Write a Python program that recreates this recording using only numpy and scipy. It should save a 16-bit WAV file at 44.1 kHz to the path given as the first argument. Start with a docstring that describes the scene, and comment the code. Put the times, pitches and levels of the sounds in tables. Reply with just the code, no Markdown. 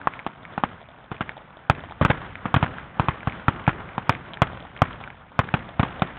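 """Fireworks over open ground at night, heard through a phone that passes little treble.
From the start, shells burst overhead and small stars pop over the rumble of far-off fireworks.
Each burst is a sharp crack, doubled by the ground, on a low thump of air; echoes roll after it.
From 1.7 s the thumps are heavier and the loudest cracks overload the phone.
The shells keep coming in quick succession, the last at 6 s."""
import sys
import numpy as np
from scipy import signal
from scipy.io import wavfile
from scipy.ndimage import uniform_filter1d

SR = 44100
rng = np.random.default_rng(int(sys.argv[2]) if len(sys.argv) > 2 else 0)


def put_to_file(sound):
    """Save the sound as 16-bit audio at rate SR, in the file named by the first command-line argument."""
    columns = np.atleast_2d(sound).T  # one column per channel
    safe = np.clip(columns, -1, 1)
    whole_steps = np.round(safe * 32767)
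    wavfile.write(sys.argv[1], SR, whole_steps.astype(np.int16))


N = 272538

# One row per shell. The bite is a ring above the crack's pitch; the sizzle is the treble on top.
# (time [s], crack level [dB], crack pitch [Hz], bite level [dB], bite pitch [Hz],
#  thump level [dB], thump pitch [Hz], sizzle level [dB]); levels are relative
SHELL_BURSTS = [(0.0721, -6.5, 875, -7, 1105, -25, 154, -24.5),
                (0.2649, -13, 856, -18.5, 1140, -19.5, 268, -23.5),
                (0.5783, -12, 830, -17, 1310, -18.5, 185, -32),
                (0.6366, -6.5, 860, -8, 1104, -15.5, 214, -19),
                (1.1154, -22.5, 1040, -25, 1280, -19, 161, -31),
                (1.2081, -19.5, 730, -13.5, 1260, -16, 204, -23.5),
                (1.6982, -2, 895, -1.5, 1270, -7, 120.4, -11.5),
                (2.0124, -8.5, 600, -10.5, 1120, -7, 122, -26),
                (2.0251, -22.5, 1020, -17, 1510, -10, 126, -44),
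                (2.0495, -39, 860, -3.5, 1295, -7.5, 137, -14),
                (2.0996, -13, 603, -17, 1480, -7.5, 131, -21),
                (2.4554, -15, 880, -16, 1180, -16, 205, -32.5),
                (2.542, -5, 920, -10, 1130, -10.5, 136, -13.5),
                (2.5626, -16, 620, -20, 1490, -6.5, 119, -16),
                (2.6274, -7, 920, -12, 1270, -8.5, 123, -16.5),
                (2.9968, -4, 980, -18.5, 1220, -8.5, 129, -18),
                (3.0849, -7.5, 1030, -13.5, 1160, -11.5, 125.5, -18),
                (3.2723, -24.5, 805, -12, 1180, -13, 120.4, -24),
                (3.482, -11.5, 960, -0.5, 1314, -7.5, 120.5, -18),
                (3.6776, -5.5, 862, -10.5, 1350, -5.5, 132.3, -19.5),
                (3.9803, -9.5, 980, -22.5, 1210, -17.5, 185, -27),
                (4.0942, -2, 936, -5.5, 1237, -8.5, 124, -11), (4.4189, -5, 694, -5.5, 1083, -6, 129, -9),
                (4.8188, -1, 747, -5, 1167, -5.5, 118, -18),
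                (5.3911, -4.5, 780, -6, 1156, -8.5, 121, -14.5),
                (5.5397, -10.5, 840, -10, 1270, -8.5, 137.5, -16),
                (5.7953, -11, 803, -11.5, 1160, -8, 109, -18.5),
                (5.8302, -13, 853, -15, 1230, -14, 203, -21.5),
                (6.0202, -7.5, 773, -10, 1230, -10, 165.5, -13.5)]
BANDS_HZ = 40 * 2 ** np.arange(0, 6.8, .5)  # half an octave apart
TICK_HZ = 3550  # thin, high ring in both pops and shells


def undb(db):
    """Turn decibels into a factor to multiply a sound by."""
    return 10 ** (np.asarray(db) / 20)


def unit(x):
    """Scale a signal to an average power of 1."""
    return x / np.sqrt(np.mean(x ** 2))


def noise_band(count, hz, width):
    """Noise around one pitch; a larger width spreads it further."""
    edges = [hz / (1 + width / 2), hz * (1 + width / 2)]
    bandpass = signal.butter(2, edges, "band", fs=SR, output="sos")
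    return unit(signal.sosfilt(bandpass, rng.standard_normal(count)))


def add(out, start_s, sound):
    """Mix a short sound into out at the given time."""
    i = int(start_s * SR)
    out[i:i + len(sound)] += sound[:max(N - i, 0)]


def look_up(table, hz, column=1):
    """Read a table at any pitch, sliding between its rows."""
    table = np.array(table)
    return np.interp(np.log(hz), np.log(table[:, 0]), table[:, column])


def wander(rate):
    """A curve that glides to a new random value rate times a second."""
    step = int(SR / rate)
    stairs = np.repeat(rng.standard_normal(N // step + 1), step)
    return unit(uniform_filter1d(stairs, step)[:N])


def ring(hz, cycles, count):
    """A tone of peak 1 that starts with a push of air and fades by 60 dB in the given cycles."""
    turn = np.arange(count) / SR * hz
    wave = np.sin(2 * np.pi * turn) * np.exp(-np.log(1000) * turn / cycles)
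    return wave / wave.max()


def far_barrage():
    """Distant bursts blur into a rumble whose bands flicker."""
    # Tone of the rumble: (pitch [Hz], relative level per Hz [dB])
    rumble_tone = [(18, -40), (30, -9.5), (174, 3), (337, -8.5), (627, -4), (771, -4), (1270, -3),
                   (2720, -21.5), (3490, -14.5), (4200, -34.5), (5460, -68), (9240, -120)]
    # Loudness of the rumble: (time [s], level [dB])
    rumble_levels = [(0.0, -38), (0.33, -48), (0.65, -46.5), (0.95, -50), (1.26, -48.5), (1.89, -50),
                     (2.2, -41.5), (3.349, -41), (3.99, -43.5), (5.501, -46), (6.18, -41.5)]
    rumble, swell = 0, wander(16)
    for hz in BANDS_HZ:
        db = look_up(rumble_tone, hz) + 10 * np.log10(hz) + 2.0 * swell + 2.0 * wander(25)
        rumble = rumble + undb(db) * noise_band(N, hz, width=0.53)
    times, levels_db = np.transpose(rumble_levels)
    return unit(rumble) * undb(np.interp(np.arange(N) / SR, times, levels_db))


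def echoes(early_db=-20, late_db=-37, waver_db=1.5):
    """The surroundings throw each burst back as a quick and a slow fade, broken into separate returns."""
    # Tone of the echoes: (pitch [Hz], relative level per Hz [dB])
    echo_tone = [(18, -36), (30, -4.5), (115, 1), (189, -1), (286, -3), (479, -11.5), (909, -12),
                 (1560, -12), (2450, -24), (3630, -25.5), (4200, -41), (5460, -71), (9240, -120)]
    # Time to fade by 60 dB: (pitch [Hz], early echo [s], late echo [s])
    fade_times = [(60, 0.053, 1.8), (255, 0.028, 0.68), (1000, 0.095, 0.9), (3500, 0.068, 1.41)]
    out, returns = 0, wander(220)
    for hz in BANDS_HZ:
        kicks = np.zeros(N)
        for start_s, _, _, _, _, thump_db, _, _ in SHELL_BURSTS:
            # bass echoes follow the thump in full, higher ones in part
            kick_db = thump_db if hz < 330 else 0.77 * thump_db - 0.5
            add(kicks, start_s + 0.0032, [undb(kick_db) ** 2])
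        power = 0
        for db, column in ((early_db, 1), (late_db, 2)):
            kept_per_sample = np.exp(-2 * np.log(1000) / (look_up(fade_times, hz, column) * SR))
            power = power + undb(db) ** 2 * signal.lfilter([1], [1, -kept_per_sample], kicks)
        tone_db = look_up(echo_tone, hz) + 10 * np.log10(hz / 100)
        flicker_db = 3.6 * returns * min(hz / 800, 1) + waver_db * wander(40)
        out = out + np.sqrt(power) * undb(tone_db + flicker_db) * noise_band(N, hz, width=0.39)
    return out


def star_pops(faint_per_s=110, faint_db=-46, spread_db=2.5):
    """Stars, the small pellets in a firework, burst with a short ring and a thin tick on top."""
    # The main pops: (time [s], level [dB], pitch [Hz])
    main_pops = [(0.015, -25, 1490), (0.137, -21, 2120), (0.162, -35.5, 820), (0.192, -19.5, 2080),
                 (0.198, -24, 1970), (0.431, -34.5, 720), (0.452, -22.5, 2050), (0.524, -36, 740),
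                 (0.78, -36, 1500), (0.815, -34, 690), (0.537, -35.5, 620), (0.828, -36.5, 650),
                 (0.915, -40.5, 637), (1.378, -32.5, 614), (1.042, -36.5, 656), (1.293, -13.5, 1980),
                 (1.319, -33, 1430), (1.368, -29.5, 830), (1.57, -33.5, 650), (1.805, -33.5, 590),
                 (1.827, -52, 3400), (1.838, -30, 756), (1.897, -31, 2230), (1.91, -26, 870),
                 (1.922, -23.5, 1200), (2.217, -23, 1100), (2.355, -18, 2040), (2.663, -18, 1710),
                 (2.668, -23, 1400), (2.784, -19.5, 1464), (3.206, -26, 2210), (3.231, -23.5, 1640),
                 (3.297, -22, 2300), (3.323, -22, 2100), (3.397, -28, 1500), (3.64, -31.5, 3070),
                 (3.667, -19.5, 2330), (3.803, -27.5, 1220), (3.89, -26, 2080), (3.95, -30, 1300),
                 (4.125, -18.5, 2120), (4.151, -17.5, 2070), (4.335, -17, 3670), (4.341, -21, 3450),
                 (4.351, -36, 3400), (4.372, -21, 1840), (4.532, -29, 750), (4.603, -26, 3520),
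                 (4.625, -32, 620), (4.651, -30, 860), (4.765, -24.5, 2030), (4.775, -27, 3300),
                 (4.791, -27, 2080), (4.93, -25, 3320), (5.039, -22, 2340), (5.076, -23, 1480),
                 (5.103, -24, 2070), (5.318, -37, 900), (5.489, -19, 1620), (5.69, -29.5, 600),
                 (5.91, -31, 810), (5.996, -24.5, 634), (6.098, -38, 980), (6.17, -29, 2780)]
    # fainter pops are scattered at random between them
    chance = rng.random((900, 3))
    times = np.cumsum(-np.log(1 - chance[:, 0])) / faint_per_s
    levels_db = faint_db - spread_db * np.log(1 - chance[:, 1])
    pitches_hz = 650 * 4.1 ** chance[:, 2]
    faint_pops = [row for row in zip(times, levels_db, pitches_hz) if row[0] < N / SR]
    out, tick = np.zeros(N), ring(TICK_HZ, cycles=35, count=1024)
    fizz_fade = 0.0252 * np.exp(-np.arange(1024) / SR / 0.0046)
    for start_s, db, hz in list(main_pops) + faint_pops:
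        tick_db = db - 3.5 - 11 * np.log2(hz / 700)  # deeper pops carry the stronger tick
        pop = undb(db) * ring(hz, cycles=9.6, count=1024) + undb(tick_db) * tick
        add(out, start_s, pop)
        add(out, start_s + 0.001274, 0.34 * pop)
        # nearby surfaces smear each pop into a brief fizz
        fizz = np.convolve(pop[:128], fizz_fade * rng.standard_normal(len(fizz_fade)))
        add(out, start_s + 0.001985, fizz)
    return out


def thump(t, hz, settle_turns=1.3):
    """A burst pushes the air out; it drops quickly to suction, rebounds more slowly, then is still."""
    turn = t * hz
    skew = .5 * (1 - np.cos(2 * np.pi * turn)) - .45
    fade = np.exp(-.3 * turn - (turn / settle_turns) ** 7)
    return np.cos(2 * np.pi * turn + skew) * fade * np.minimum(t / 0.0017, 1)


def shells(ground_s=0.001232, ground_db=-17, wall_s=0.052, wall_db=-20):
    """Each shell explodes with a sharp bang that bounces off the ground, on top of a low thump."""
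    count = 2048
    out, t = np.zeros(N), np.arange(count) / SR
    noise_rise = np.minimum(t / 0.0012, 1)
    bite_rise = 1 - np.exp(-t / 0.00057)
    mic_ring = ring(2472, 17.3, count)  # every sharp bang sets this off at the microphone
    tick = ring(TICK_HZ, 15.0, count)
    for start_s, crack_db, crack_hz, bite_db, bite_hz, thump_db, thump_hz, sizzle_db in SHELL_BURSTS:
        # the fireball is ragged: noise fills in once the first clean wave has passed
        ragged = noise_band(count, 1075, width=0.88) * np.exp(-t / 0.0047) * noise_rise
        hiss = noise_band(count, 3000, width=0.67) * np.exp(-t / 0.0035) * noise_rise
        crack = undb(crack_db) * ring(crack_hz, 9.54, count)
        bite = undb(bite_db) * (1.76 * ring(bite_hz, 12.5, count) * bite_rise + .36 * ragged)
        sizzle = undb(sizzle_db) * (mic_ring + 0.67 * tick + .5 * hiss)
        bang = crack + bite + sizzle
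        add(out, start_s, bang + undb(thump_db) * thump(t, thump_hz))
        add(out, start_s + ground_s, undb(ground_db) * bang)
        add(out, start_s + wall_s, undb(wall_db) * sizzle)  # one wall returns only the sizzle
    return out


def scene():
    """Mix all the sources into one channel."""
    return (shells() + star_pops() + echoes() + far_barrage())[None]


def record(dry, stop_hz=5350, ceiling=0.715, top_hz=16500):
    """The phone loses deep bass and most sound above 4 kHz, then clips loud peaks, which adds treble."""
    bass_cut = signal.butter(1, 40, "high", fs=SR, output="sos")
    treble_cut = signal.cheby2(9, 75, stop_hz, fs=SR, output="sos")
    top_cut = signal.ellip(8, .2, 70, top_hz, fs=SR, output="sos")
    narrow = signal.sosfilt(treble_cut, signal.sosfilt(bass_cut, dry))
    rounded = narrow - 0.013 * narrow ** 5  # peaks bend slightly before the hard ceiling
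    return signal.sosfilt(top_cut, np.clip(rounded, -ceiling, ceiling))


dry = scene()
out = record(dry)
put_to_file(out)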